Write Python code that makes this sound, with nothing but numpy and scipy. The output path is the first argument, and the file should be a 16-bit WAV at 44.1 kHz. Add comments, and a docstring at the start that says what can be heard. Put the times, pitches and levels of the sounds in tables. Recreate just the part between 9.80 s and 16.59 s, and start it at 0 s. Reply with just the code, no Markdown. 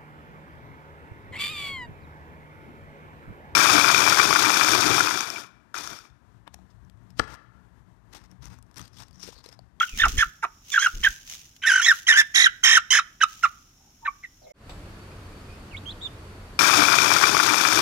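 """Hen on a terrace, chick in a coop

A young hen squawks on a walled terrace: her voice flips about 48 times a second between a low register and a
thin high one, rasps at the breaks and ends in single clucks. Registers are gliding partials, rasp is irregular
clicks plus a lurching tone; feathers, air puffs and backgrounds are coloured noise, far birds are gliding tones.
After a short silence comes a coop: a low hum of wavering tones, a knock, far birds, three whistled chick peeps."""
import sys
import numpy as np
from scipy import signal
from scipy.fft import rfft, irfft, next_fast_len
from scipy.io import wavfile
from scipy.ndimage import uniform_filter1d, minimum_filter1d

SR = 44100
rng = np.random.default_rng(int(sys.argv[2]) if len(sys.argv) > 2 else 0)


def transcribe(u):
    """Save the signal u as a 16-bit wav file named by the first command-line argument.

    u: samples, shape (n,) or (channels, n), limited to [-1, 1]; the rate is SR.
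    q: integer samples, one column per channel.
    """
    v = np.clip(np.atleast_2d(u).T, -1, 1)
    q = np.round(v * 32767).astype(np.int16)
    wavfile.write(sys.argv[1], SR, q)


N = 299439
TIME_S = np.arange(N) / SR
TERRACE_END_S, COOP_START_S, KNOCK_S = 4.72, 4.735, 4.895
CUTOFF_HZ = 15800

# Hen position: (time [s], left-right level [dB], lead of left port [ms])
HEN_PLACE = [(0, 4.5, 0.076), (.42, -0.5, 0.11), (1.0, 0.5, 0.061), (1.26, 0, 0.082), (1.95, 1, -0.028),
             (2.33, 2.5, -0.12), (2.62, -0.5, -0.19), (2.9, 1, -.12), (3.15, 0.5, -0.044),
             (3.43, -1, -0.043), (3.65, -2, -0.067), (4.3, 2, -0.07)]
# Port difference, left over right: (frequency [Hz], level [dB])
PORT_DIFFERENCE = [(200, -1), (750, -15.5), (1400, -1), (2000, -5.5), (2600, -1), (3300, -8), (4300, -14),
                   (5300, -13.5), (6600, -23), (8000, -18.5), (10000, -8.5), (12000, 4.5), (15000, 4)]
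# Throat and beak resonances: (frequency [Hz], level [dB])
THROAT_COLOUR = [(3000, -6.5), (3800, 4.5), (4550, -13.5), (5300, 2), (6300, -1), (7300, -7), (8000, -13),
                 (9000, -22), (10200, -6.5), (11500, -21), (13000, -21.5), (16000, -35)]
# Rasp spectrum: (frequency [Hz], level [dB])
RASP_COLOUR = [(250, -26.5), (420, -17), (600, -20), (800, -12), (950, -17.5), (1250, -7), (1800, 3),
               (2200, -1), (2650, -3), (3200, -13), (3900, -3), (4500, -29.5), (5500, -40)]
# Deep cluck spectrum: (frequency [Hz], level [dB])
CHEST_COLOUR = [(280, -8.5), (450, -18), (700, -2.5), (950, 4.5), (1350, 2.5), (1800, -17.5), (2250, -9),
                (3000, -31)]
# Feather spectrum: (frequency [Hz], level [dB])
FEATHER_COLOUR = [(500, -17.5), (1500, -8), (3000, 3.5), (4500, -2.5), (6300, 7.5), (8000, -8.5),
                  (10000, -9.5), (15000, -8)]
# Puff spectrum: (frequency [Hz], level [dB])
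PUFF_COLOUR = [(12, -33), (20, 0.5), (35, 2.5), (58, -6.5), (108, -20), (173, -22), (500, -28.5),
               (650, -60.5), (1100, -120)]
# Terrace air, spectrum shape: (frequency [Hz], level [dB])
TERRACE_COLOUR = [(15, -50), (25, -1), (108, -6.5), (309, -15), (503, -27), (796, -23), (988, -25.5),
                  (1560, -23), (1700, -27), (3920, -28.5), (4490, -33), (5730, -20), (7920, -35),
                  (14800, -30), (16000, -47)]
# Narrow hiss on the terrace, spectrum shape: (frequency [Hz], level [dB])
HISS_COLOUR = [(4600, -34), (5400, 1), (5700, -1), (6200, -10.5), (6800, -1), (7600, -34)]
# Coop air, spectrum shape: (frequency [Hz], level [dB])
COOP_COLOUR = [(15, -30), (25, -1), (97, -4), (229, -13.5), (285, -11.5), (775, -20), (1290, -19),
               (2050, -25), (2550, -26.5), (3250, -30), (4490, -31), (5730, -35.5), (9840, -39),
               (14400, -46), (16000, -63)]
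# Noise correlation between ears, negatives read as 0: (frequency [Hz], correlation [-1..1])
EAR_LIKENESS = [(60, 0.98), (180, 0.98), (550, 0.74), (1650, -0.2), (4970, -1.4), (15000, -0.05)]
# Knock on wire mesh, spectrum shapes: (frequency [Hz], level [dB])
CLICK_COLOUR = [(200, -2), (750, 14.5), (1300, -4), (2500, 1), (3800, 7), (5500, -4), (9000, -15), (15000, -21)]
THUMP_COLOUR = [(15, -18), (70, 7), (200, 2.5), (700, -44)]
# Trills; levels before register and rasp trims: (first low note [s], last low note [s], low pitch [Hz],
# closing pitch [Hz], high pitch [Hz], opening level [dB], closing level [dB], octave [dB], overtones [dB],
# high register [dB], rasp [dB], treble rasp [dB])
TRILLS = [(0.013, .036, 1381, 1486, 3296, -16, -21.5, -34, -53, -23, -32, -52.5),
          (0.203, 0.24, 1761, 1412, 3140, -21.5, -14, -22, -39, -30.5, -25.5, -42),
          (0.394, 0.429, 1753, 1407, 3185, -19, -14, -28.5, -39, -27, -24.5, -29.5),
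          (.945, 0.981, 1686, 1431, 3346, -19, -14.5, -32.5, -43, -32, -30, -39.5),
          (1.028, 1.067, 1640, 1392, 3240, -21, -16, -29, -32, -29, -27, -29.5),
          (1.251, 1.27, 1774, 1630, 3133, -15, -14.5, -30.5, -40, -21.5, -23.5, -46),
          (1.84, 1.853, 1564, 1492, 3020, -29, -23.5, -29, -44.5, -38, -30, -57),
          (1.92, 2.002, 1511, 1435, 3053, -16, -17.5, -29.5, -27.5, -27.5, -28, -31.5),
          (2.341, 2.364, 1550, 1644, 3062, -21, -17.5, -29, -26.5, -17, -26, -41),
          (2.563, 2.666, 1893, 1502, 3254, -19.5, -11, -16.5, -30, -22.5, -18.5, -19),
          (2.853, 2.976, 1836, 1426, 3150, -19.5, -11, -23, -18.5, -15, -17, -23),
          (3.136, 3.192, 1750, 1311, 3070, -18, -15, -27.5, -24.5, -22.5, -18, -20)]
# Low notes listed one by one, short and long; levels before trims: (centre [s], length [s], start [Hz],
# end [Hz], arch [share], level [dB], octave [dB], overtones [dB], rasp [dB], treble rasp [dB])
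SINGLE_LOW_NOTES = [(0.257, 0.014, 1498, 1116, .02, -21, -44, -35.5, -28.5, -60),
                    (0.641, .016, 1458, 1147, .02, -25.5, -59, -52.5, -30.5, -38),
                    (1.002, 0.0097, 1470, 1420, .02, -30, -38.5, -49, -40.5, -41),
                    (1.876, 0.018, 1705, 1960, -0.048, -18.5, -29, -33, -22, -20),
                    (1.899, 0.019, 1766, 1510, 0.028, -16, -32.5, -32, -26, -24),
                    (2.022, 0.012, 1610, 1890, 0.06, -25, -41, -42, -28.5, -37.5),
                    (2.067, .01, 1845, 2025, .02, -17, -21, -25.5, -24, -21.5),
                    (2.095, .034, 1935, 1713, .1, -14.5, -25.5, -25, -28, -25.5),
                    (2.118, .022, 1708, 1274, .02, -17, -38, -30.5, -33.5, -37),
                    (2.305, .044, 1980, 1702, -0.17, -15.5, -25.5, -30, -16.5, -15.5),
                    (2.395, 0.041, 1815, 1673, .35, -12.5, -23, -25, -17.5, -15),
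                    (3.416, 0.0051, 1500, 1700, -0.034, -15, -34, -35.5, -26, -39),
                    (3.438, 0.011, 1382, 1264, -0.03, -12.5, -29, -27, -34, -36.5),
                    (3.647, .022, 1452, 1173, .02, -15.5, -32.5, -39.5, -27, -32.5),
                    (4.263, 0.0087, 1657, 1384, 0.068, -28.5, -55, -63, -31, -54),
                    (4.283, 0.013, 1208, 1086, .02, -23.5, -34.5, -71.5, -46, -51.5),
                    (4.446, 0.02, 2202, 1867, .02, -36, -65, -65, -48, -72.5)]
# High notes listed one by one, short flicks and longer squeals; before trims: (centre [s], length [s],
# start [Hz], end [Hz], level [dB], overtones re level [dB])
SINGLE_HIGH_NOTES = [(.93, 0.024, 3625, 3310, -33, 1), (1.003, 0.023, 3070, 3190, -32.5, 5.5),
                     (2.03, 0.027, 3034, 3350, -27.5, 1.5), (2.052, .015, 3280, 3395, -18, -4),
                     (2.274, 0.01, 3120, 3140, -21.5, -6), (3.119, 0.026, 3090, 3100, -17.5, 0),
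                     (3.426, 0.0089, 2986, 2962, -20, -5.5)]
# Clucks at about a third of the low register: (centre [s], length [s], start [Hz], end [Hz], level [dB])
DEEP_CLUCKS = [(0.261, 0.017, 482, 323, -25), (.638, .015, 454.4, 449, -26.5), (0.648, .013, 425, 330, -29)]
# Wing shifts: (time [s], level before trim [dB], fading [dB/s])
RUSTLES = [(0.021, -39, 66), (.19, -35.5, 84.5), (.29, -34.5, 104), (0.399, -33.5, 220), (0.919, -38.5, 40),
           (1.25, -35, 96.5), (1.498, -37, 98.5), (1.95, -45, 33.5), (2.158, -36.5, 154),
           (2.45, -56.5, 16.5), (3.51, -45, 51.5)]
# Far birds, terrace; levels before the direct and reflected mix:
# (start [s], end [s], start [Hz], end [Hz], level [dB])
TERRACE_CALLS = [(.065, .105, 3150, 2530, -41.5), (.1, .175, 2460, 2284, -48), (4.0, 4.1, 780, 825, -68),
                 (4.215, 4.275, 930, 910, -53.5), (4.615, 4.66, 4770, 3300, -62.5),
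                 (4.66, 4.72, 2205, 2136, -61), (4.615, 4.73, 644, 608, -51.5)]
# Far birds, coop; same columns: (start [s], end [s], start [Hz], end [Hz], level [dB])
COOP_CALLS = [(5.29, 5.34, 2290, 2410, -58), (5.5, 5.545, 2470, 2540, -58), (5.68, 5.76, 2440, 2590, -55.5)]
# Air puffs on the microphone, before low-pass: (centre [s], length [s], level [dB])
PUFFS = [(0.161, 0.058, -32.5), (0.264, 0.082, -26), (.34, 0.028, -26), (.374, 0.031, -22.5),
         (.44, 0.12, -41.5), (1.179, 0.081, -33.5), (1.277, 0.091, -41)]
# Quill flicks: (time [s], level [dB])
FLICKS = [(0.175, -27.5), (.283, -24.5), (.886, -44.5), (1.764, -43.5), (2.18, -46)]
# Hum tones: (frequency [Hz], level before trim [dB])
HUM = [(91.5, -47.5), (204.6, -57.5), (285.3, -67)]
# Chick, one list a peep; levels before panning: (time [s], pitch [Hz], level [dB])
PEEPS = [
    [(5.91, 2960, -57), (5.935, 2330, -50), (5.95, 2120, -42.5), (5.963, 2480, -51), (5.97, 3510, -40),
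     (5.979, 3930, -48), (5.99, 3080, -60)],
    [(6.052, 2600, -58), (6.063, 3245, -40), (6.085, 3175, -39), (6.103, 3540, -38.5), (6.116, 4260, -50),
     (6.129, 2980, -48)],
    [(6.208, 3100, -58), (6.22, 3680, -37.5), (6.24, 3690, -33.5), (6.268, 3560, -35), (6.282, 2830, -59)],
]

FLIP_S = .021  # between low notes
LOW_S, CLOSING_S, HIGH_S = .009, .012, .010  # note lengths in trills
# As the breath runs out the upper partials fade
CLOSING_DULL_DB, HIGH_FADE_DB, HIGH_OVERTONES_DB = -3, -4, 1
# The pitch sinks around a point shortly before the closing note
SAG_S, SAG_LEAD_S = .009, .005
DROOP, FLIP_SCATTER = .02, .025  # shares of pitch: offset at each note end, random stray of each low-note end
TREMBLE_FULL_S = .03  # shorter notes tremble less
RASP_LEAD_S, RASP_TAIL_S, RASP_ATTACK_S = 0.019, 0.0085, .014
RASP_ONSET_DB, RASP_CLOSE_DB, TREBLE_CLOSE_DB = -10.5, -4, -15  # re top of the rasp
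RUSTLE_RISE_DB_PER_S, STIR_DB = 256, -67.5  # swell rate; faint stir between rustles, before trim
FAR_ARCH, FAR_EDGE_DB = 0.012, -6  # far calls: pitch share added in the middle, level at both ends


def from_db(db):
    """Decibels to amplitude."""
    return 10 ** (np.asarray(db) / 20)


def rms_one(x):
    """Scale to rms 1."""
    return x / np.sqrt(np.mean(x ** 2) + 1e-20)


def at_hz(points, hz):
    """Read a spectrum on a log-frequency axis."""
    f, value = np.transpose(points)
    return np.interp(np.log(np.maximum(hz, 1)), np.log(f), value)


def colour(x, spectrum):
    """Filter by a (frequency [Hz], level [dB]) spectrum."""
    size = next_fast_len(N + 4096)
    hz = np.arange(size // 2 + 1) * SR / size
    return irfft(rfft(x, size) * from_db(at_hz(spectrum, hz)), size)[..., :N]


def drift(rate_hz, size=N):
    """Random wander about 0: straight lines between independent knots, spread about 1.2."""
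    knots = rng.standard_normal(int(size / SR * rate_hz) + 3)
    return 1.5 * np.interp(np.arange(size) / SR * rate_hz, np.arange(len(knots)), knots)


def gate(t_s, start_s, end_s, edge_s):
    """1 between start and end, with rounded edges."""
    ramp = np.minimum(t_s - start_s, end_s - t_s) / edge_s + .5
    return np.sin(np.pi / 2 * np.clip(ramp, 0, 1)) ** 2


def stereo_noise(spectrum):
    """Coloured noise, alike in both ears in the bass; rms 1."""
    likeness = [(f, np.clip(c, 0, .99)) for f, c in EAR_LIKENESS]
    mid = colour(rng.standard_normal(N), [(f, 10 * np.log10(1 + c)) for f, c in likeness])
    side = colour(rng.standard_normal(N), [(f, 10 * np.log10(1 - c)) for f, c in likeness])
    return rms_one(colour(mid + side * np.array([[1], [-1]]), spectrum))


def reflections(x, early_db, early_t60_s, late_db, late_t60_s, dull_hz):
    """Convolve with sparse random echoes: a quick early decay plus a slower tail, low-passed."""
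    t_s = np.arange(SR) / SR
    sparse = rng.standard_normal((2, SR)) * (rng.random((2, SR)) < .1) * (t_s > .0015)
    response = 0
    for db, t60_s in ((early_db, early_t60_s), (late_db, late_t60_s)):
        response = response + from_db(db) * rms_one(sparse * from_db(-60 * t_s / t60_s)) / np.sqrt(SR)
    response = signal.sosfilt(signal.butter(1, dull_hz, fs=SR, output="sos"), response)
    return signal.fftconvolve(x, response, axes=1)[:, :N]


def whistle(rows, octave_db, jitter):
    """A nearly pure gliding tone with an octave partial."""
    s, hz, db = np.transpose(rows)
    pitch_hz = np.interp(TIME_S, s, hz) * (1 + jitter * drift(700))
    phase = 2 * np.pi * np.cumsum(pitch_hz) / SR
    tone = np.sqrt(2) * (np.sin(phase) + from_db(octave_db) * np.sin(2 * phase))
    return from_db(np.interp(TIME_S, s, db)) * gate(TIME_S, s[0], s[-1], edge_s=.006) * tone


def note(centre_s, length_s, start_hz, end_hz, arch, jitter, edge_s, scoop, swell_db):
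    """Sample indices, pitch, phase and envelope of an unsteady glide with a scooped onset."""
    start_s, end_s = centre_s - length_s / 2, centre_s + length_s / 2
    at = np.arange(max(int((start_s - edge_s) * SR), 0), int((end_s + edge_s) * SR))
    u = np.clip((TIME_S[at] - centre_s) / length_s, -.7, .7)
    slide = scoop * np.clip((start_s - TIME_S[at]) / edge_s + .5, 0, 1) ** 2
    bend = 1 + slide + arch * (1 / 12 - u * u) + jitter * drift(1300, len(at))
    hz = (start_hz + (end_hz - start_hz) * (u + .5)) * bend
    phase = 2 * np.pi * (np.cumsum(hz) / SR + rng.random())
    envelope = gate(TIME_S[at], start_s, end_s, edge_s) * from_db(swell_db * (1 / 3 - 4 * u * u))
    return at, hz, phase, envelope


def overtones(hz, phase, multiples, flutter_db=3, scatter_rad=0.31):
    """Harmonics swell as they glide through throat resonances, each trembling on its own; rms 1."""
    size, total = len(hz), 0
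    for k in multiples:
        gain = from_db(at_hz(THROAT_COLOUR, k * hz) + flutter_db * drift(400, size)) * (k * hz < CUTOFF_HZ)
        total = total + gain * np.sin(k * phase + rng.uniform(0, 2 * np.pi) + scatter_rad * drift(600, size))
    return rms_one(total)


def terrace_air(air_db=-59.5, hiss_db=-64):
    """Steady broadband air and a narrow hiss, both coloured noise."""
    return from_db(air_db) * stereo_noise(TERRACE_COLOUR) + from_db(hiss_db) * stereo_noise(HISS_COLOUR)


def hen():
    """All registers and the rasp come from one throat, then reach the ports and reflect."""
    high, high_clear = high_register()
    low, low_clear = low_register()
    voice = ports(low + high + deep_clucks() + rasp(np.maximum(low_clear, high_clear)))
    return voice + reflections(voice, early_db=-8, early_t60_s=0.065, late_db=-22.5, late_t60_s=0.45, dull_hz=4400)


def ports(x):
    """Two microphone ports hear the hen with different colour, level and delay."""
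    s, pan_db, lead_ms = np.transpose(HEN_PLACE)
    pan_db, lead_s = np.interp(TIME_S, s, pan_db), np.interp(TIME_S, s, lead_ms) / 1000
    ears = []
    for side in (1, -1):  # left, right
        heard = colour(x, [(f, 10 * np.log10(2 / (1 + from_db(-2 * side * db)))) for f, db in PORT_DIFFERENCE])
        gain = np.sqrt(2 / (1 + from_db(-2 * side * pan_db)))
        ears.append(np.interp(TIME_S + side * lead_s / 2, TIME_S, heard) * gain)
    return np.array(ears)


def rasp_spans():
    """Rasp begins before the low notes and outlasts them: (start [s], end [s], level [dB], treble [dB])."""
    spans = [(first - RASP_LEAD_S, last + RASP_TAIL_S, db, treble_db)
             for first, last, *_, db, treble_db in TRILLS]
    for s, length, *_, db, treble_db in SINGLE_LOW_NOTES:
        spans.append((s - length / 2 - RASP_ATTACK_S / 2, s + length / 2 + RASP_TAIL_S / 2, db, treble_db))
    return spans


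def rasp(clear, body_trim_db=4, treble_trim_db=1.0, body_duck_db=-8, treble_duck_db=-6,
         slap_hz=1000, disorder=0.21, flutter_db=1.5, squeal_hz=2200, wander=0.24):
    """Between registers the pitch lurches and the membranes slap irregularly; a clear note pushes this back."""
    body, treble = np.zeros(N), np.zeros(N)
    for start, end, db, treble_db in rasp_spans():
        at = np.flatnonzero((TIME_S > start - .01) & (TIME_S < end + .01))
        s = np.sort([start, start + RASP_ATTACK_S, (start + end) / 2, end])
        sounding = gate(TIME_S[at], start, end, edge_s=.011)
        body[at] += sounding * from_db(db + np.interp(TIME_S[at], s, [RASP_ONSET_DB, 0, 0, RASP_CLOSE_DB]))
        treble_shape_db = np.interp(TIME_S[at], s, [RASP_ONSET_DB, 0, 0, TREBLE_CLOSE_DB])
        treble[at] += sounding * from_db(treble_db + treble_shape_db)
    # One click per uneven membrane cycle, plus a little hiss
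    cycles = np.cumsum(slap_hz * np.exp(disorder * drift(1500))) / SR
    clicks = np.diff(np.floor(cycles), prepend=0) * from_db(flutter_db * drift(300))
    slaps = clicks + 0.073 * rng.standard_normal(N)
    lurching_hz = squeal_hz * np.exp(wander * drift(450) + .07 * drift(2500))
    squeal = np.sin(2 * np.pi * np.cumsum(lurching_hz) / SR)
    harsh = rms_one(colour(squeal, RASP_COLOUR)) + 0.7 * rms_one(colour(slaps, RASP_COLOUR))
    high_pass = signal.butter(4, 4400, "high", fs=SR, output="sos")
    bright = signal.sosfilt(high_pass, colour(slaps, THROAT_COLOUR))
    return (body * from_db(body_trim_db + body_duck_db * clear) * rms_one(harsh)
            + treble * from_db(treble_trim_db + treble_duck_db * clear) * rms_one(bright))


def flips(first_s, last_s):
    """Evenly spaced low notes of a trill: (time [s], progress [0..1])."""
    progress = np.linspace(0, 1, max(int(round((last_s - first_s) / FLIP_S)), 1) + 1)
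    return zip(first_s + (last_s - first_s) * progress, progress)


def high_notes():
    """Half a flip before each low note of a trill comes a high one, ever weaker; listed high notes are added."""
    notes = list(SINGLE_HIGH_NOTES)
    for first, last, _, _, hz, *_, db, _, treble_db in TRILLS:
        top_db = HIGH_OVERTONES_DB + min(treble_db - db, 0) / 2
        for s, progress in flips(first, last):
            notes.append((s - FLIP_S / 2, HIGH_S, hz * (1 + DROOP), hz * (1 - DROOP),
                          db + HIGH_FADE_DB * progress, top_db))
    return notes


def high_register(trim_db=1.0, third_db=-23, two_thirds_db=-10, overtone_trim_db=0.5, octave=1.8):
    """The voice breaks upward; the swing repeats every third cycle, so partials fall at thirds of the pitch."""
    out, clear = np.zeros(N), np.zeros(N)
    for s, length, start_hz, end_hz, db, top_db in high_notes():
        at, hz, phase, envelope = note(s, length, start_hz, end_hz, arch=.22, jitter=0.01, edge_s=.005,
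                                       scoop=-.1, swell_db=-0.5)
        loose = phase / 3 + .4 * drift(500, len(at))
        thirds = from_db(third_db) * np.sin(loose) + from_db(two_thirds_db) * np.sin(2 * loose)
        tone = np.sqrt(2) * (np.sin(phase) + thirds)
        upper = overtones(hz / 3, phase / 3, np.arange(4, 16), flutter_db=4, scatter_rad=.5)
        upper = rms_one(upper + octave * np.cos(2 * phase))
        out[at] += from_db(db + trim_db) * envelope * (tone + from_db(top_db + overtone_trim_db) * upper)
        clear[at] = np.clip(envelope, clear[at], 1)
    return out, clear


def low_notes():
    """A trill moves in level to its longer, duller closing note while the pitch sags; listed notes are added."""
    notes, ends = [row[:8] for row in SINGLE_LOW_NOTES], np.array([-1, 1])
    for first, last, hz, closing_hz, _, opening_db, closing_db, octave_db, top_db, *_ in TRILLS:
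        for s, progress in flips(first, last):
            length, dull_db = (CLOSING_S, CLOSING_DULL_DB) if progress == 1 else (LOW_S, 0)
            sunk = 1 + np.tanh((s + ends * length / 2 - last + SAG_LEAD_S) / SAG_S)
            sunk = sunk / (1 + np.tanh(SAG_LEAD_S / SAG_S))
            stray = 1 - DROOP * ends + FLIP_SCATTER * rng.standard_normal(2)
            pitch_hz = (hz + (closing_hz - hz) * sunk) * stray
            db = opening_db + (closing_db - opening_db) * progress
            notes.append((s, length, *pitch_hz, 0, db, octave_db + dull_db, top_db + dull_db))
    return notes


def low_register(trim_db=1.0, tremble_db=3.0):
    """The syrinx swings freely: a strong, trembling fundamental with harmonics. Also returns voice clarity."""
    out, clear = np.zeros(N), np.zeros(N)
    for s, length, start_hz, end_hz, arch, db, octave_db, top_db in low_notes():
        at, hz, phase, envelope = note(s, length, start_hz, end_hz, arch=arch, jitter=0.015, edge_s=.004,
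                                       scoop=.28, swell_db=4.0)
        tone = np.sqrt(2) * (from_db(db) * np.sin(phase) + from_db(octave_db) * np.sin(2 * phase))
        tone += from_db(top_db) * overtones(hz, phase, np.arange(3, 11))
        tremble = tremble_db * min(length / TREMBLE_FULL_S, 1) * drift(220, len(at))
        out[at] += from_db(trim_db + tremble) * envelope * tone
        clear[at] = np.clip(envelope, clear[at], 1)
    return out, clear


def feathers(trim_db=-2, grain_db=3):
    """Feathers brush over each other in grainy noise swishes that swell and fade."""
    swishes_db = [db - np.maximum(RUSTLE_RISE_DB_PER_S * (s - TIME_S), fade * (TIME_S - s))
                  for s, db, fade in RUSTLES]
    level_db = trim_db + np.maximum(np.max(swishes_db, axis=0), STIR_DB) + grain_db * drift(350)
    return from_db(level_db) * stereo_noise(FEATHER_COLOUR)


def far_birds(calls, octave_db, flutter_db):
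    """Far calls, each a wavering arched glide, arrive mostly as blurred reflections."""
    sound = 0
    for start, end, start_hz, end_hz, db in calls:
        middle = ((start + end) / 2, (start_hz + end_hz) / 2 * (1 + FAR_ARCH), db)
        arch = [(start, start_hz, db + FAR_EDGE_DB), middle, (end, end_hz, db + FAR_EDGE_DB)]
        sound = sound + whistle(arch, octave_db, jitter=0.03)
    sound = sound * rms_one(from_db(flutter_db * drift(350))) * np.ones((2, 1))
    return 0.6 * sound + reflections(sound, early_db=3, early_t60_s=.09, late_db=-12.5, late_t60_s=.5, dull_hz=4000)


def puffs():
    """Moving air thumps on the microphone: gated low noise."""
    push = sum(from_db(db) * gate(TIME_S, s - length / 2, s + length / 2, length / 2) for s, length, db in PUFFS)
    return push * signal.sosfilt(signal.butter(2, 300, fs=SR, output="sos"), stereo_noise(PUFF_COLOUR))


def flicks(t60_s=0.028):
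    """Stiff quills snap past each other: short decaying noise."""
    snap = sum(from_db(db - 60 * np.clip(TIME_S - s, 0, 1) / t60_s) * (TIME_S > s) for s, db in FLICKS)
    return snap * stereo_noise(FEATHER_COLOUR)


def deep_clucks():
    """A hollow, falling stack of low harmonics."""
    out = np.zeros(N)
    for s, length, start_hz, end_hz, db in DEEP_CLUCKS:
        at, hz, phase, envelope = note(s, length, start_hz, end_hz, arch=0.042, jitter=0.03, edge_s=0.0095,
                                       scoop=0, swell_db=-1)
        stack = sum(from_db(at_hz(CHEST_COLOUR, k * hz)) * np.sin(k * phase) for k in range(1, 8))
        out[at] += from_db(db) * envelope * rms_one(stack)
    return out


def coop_air(air_db=-43.5, hum_trim_db=-2, whine_hz=4490, whine_db=-68, fade_s=0.19):
    """Noise rumble, wavering hum tones and a thin whine fade in."""
    hum = 0
    for hz, db in HUM:
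        level = np.sqrt(2) * from_db(db + hum_trim_db + 2 * drift(6))
        hum = hum + level * np.sin(2 * np.pi * hz * TIME_S + 1.1 * drift(6.9))
    whine = from_db(whine_db + 2 * drift(35)) * np.sin(2 * np.pi * whine_hz * TIME_S + 0.73 * drift(130))
    air = from_db(air_db) * stereo_noise(COOP_COLOUR) + hum + whine
    return air * np.clip((TIME_S - COOP_START_S) / fade_s, 0, 1)


def knock(click_db=-41, click_t60_s=0.14, ring_hz=7700, ring_db=-56, ring_t60_s=0.3, thump_db=-51):
    """A light knock on wire mesh: a noise click, a thin ring and a soft thump."""
    age_s = np.maximum(TIME_S - KNOCK_S, 0)
    click = from_db(click_db - 60 * age_s / click_t60_s) * stereo_noise(CLICK_COLOUR)
    ring = from_db(ring_db - 60 * age_s / ring_t60_s) * np.sin(2 * np.pi * ring_hz * age_s + drift(150))
    push = gate(TIME_S, KNOCK_S - .03, KNOCK_S + 0.14, edge_s=0.041)
    return (TIME_S > KNOCK_S) * (click + ring) + from_db(thump_db) * push * stereo_noise(THUMP_COLOUR)


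def chick():
    """Three gliding peeps, louder on the right, with reflections."""
    peeps = sum(whistle(peep, octave_db=-24, jitter=.009) for peep in PEEPS) * from_db([[-3], [2]])
    return peeps + reflections(peeps, early_db=2, early_t60_s=0.024, late_db=-12, late_t60_s=0.27, dull_hz=3500)


def scene():
    """The terrace, a short silence, the coop."""
    terrace = terrace_air() + hen() + feathers() + far_birds(TERRACE_CALLS, octave_db=-29, flutter_db=5)
    terrace = terrace + puffs() + flicks()
    coop = coop_air() + knock() + far_birds(COOP_CALLS, octave_db=-6, flutter_db=5) + chick()
    return terrace * gate(TIME_S, -1, TERRACE_END_S, edge_s=0.0031) + coop


def record(dry):
    """A quick limiter holds the loudest peaks under full scale; a steep low-pass cuts the top."""
    peak = np.abs(dry).max(axis=0)
    gain = minimum_filter1d(.92 / np.maximum(peak, .92), size=201)
    smooth_gain = uniform_filter1d(uniform_filter1d(gain, size=101), size=101)
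    low_pass = signal.cheby2(20, 80, CUTOFF_HZ + 800, fs=SR, output="sos")
    return signal.sosfilt(low_pass, dry * smooth_gain)


dry = scene()
out = record(dry)
transcribe(out)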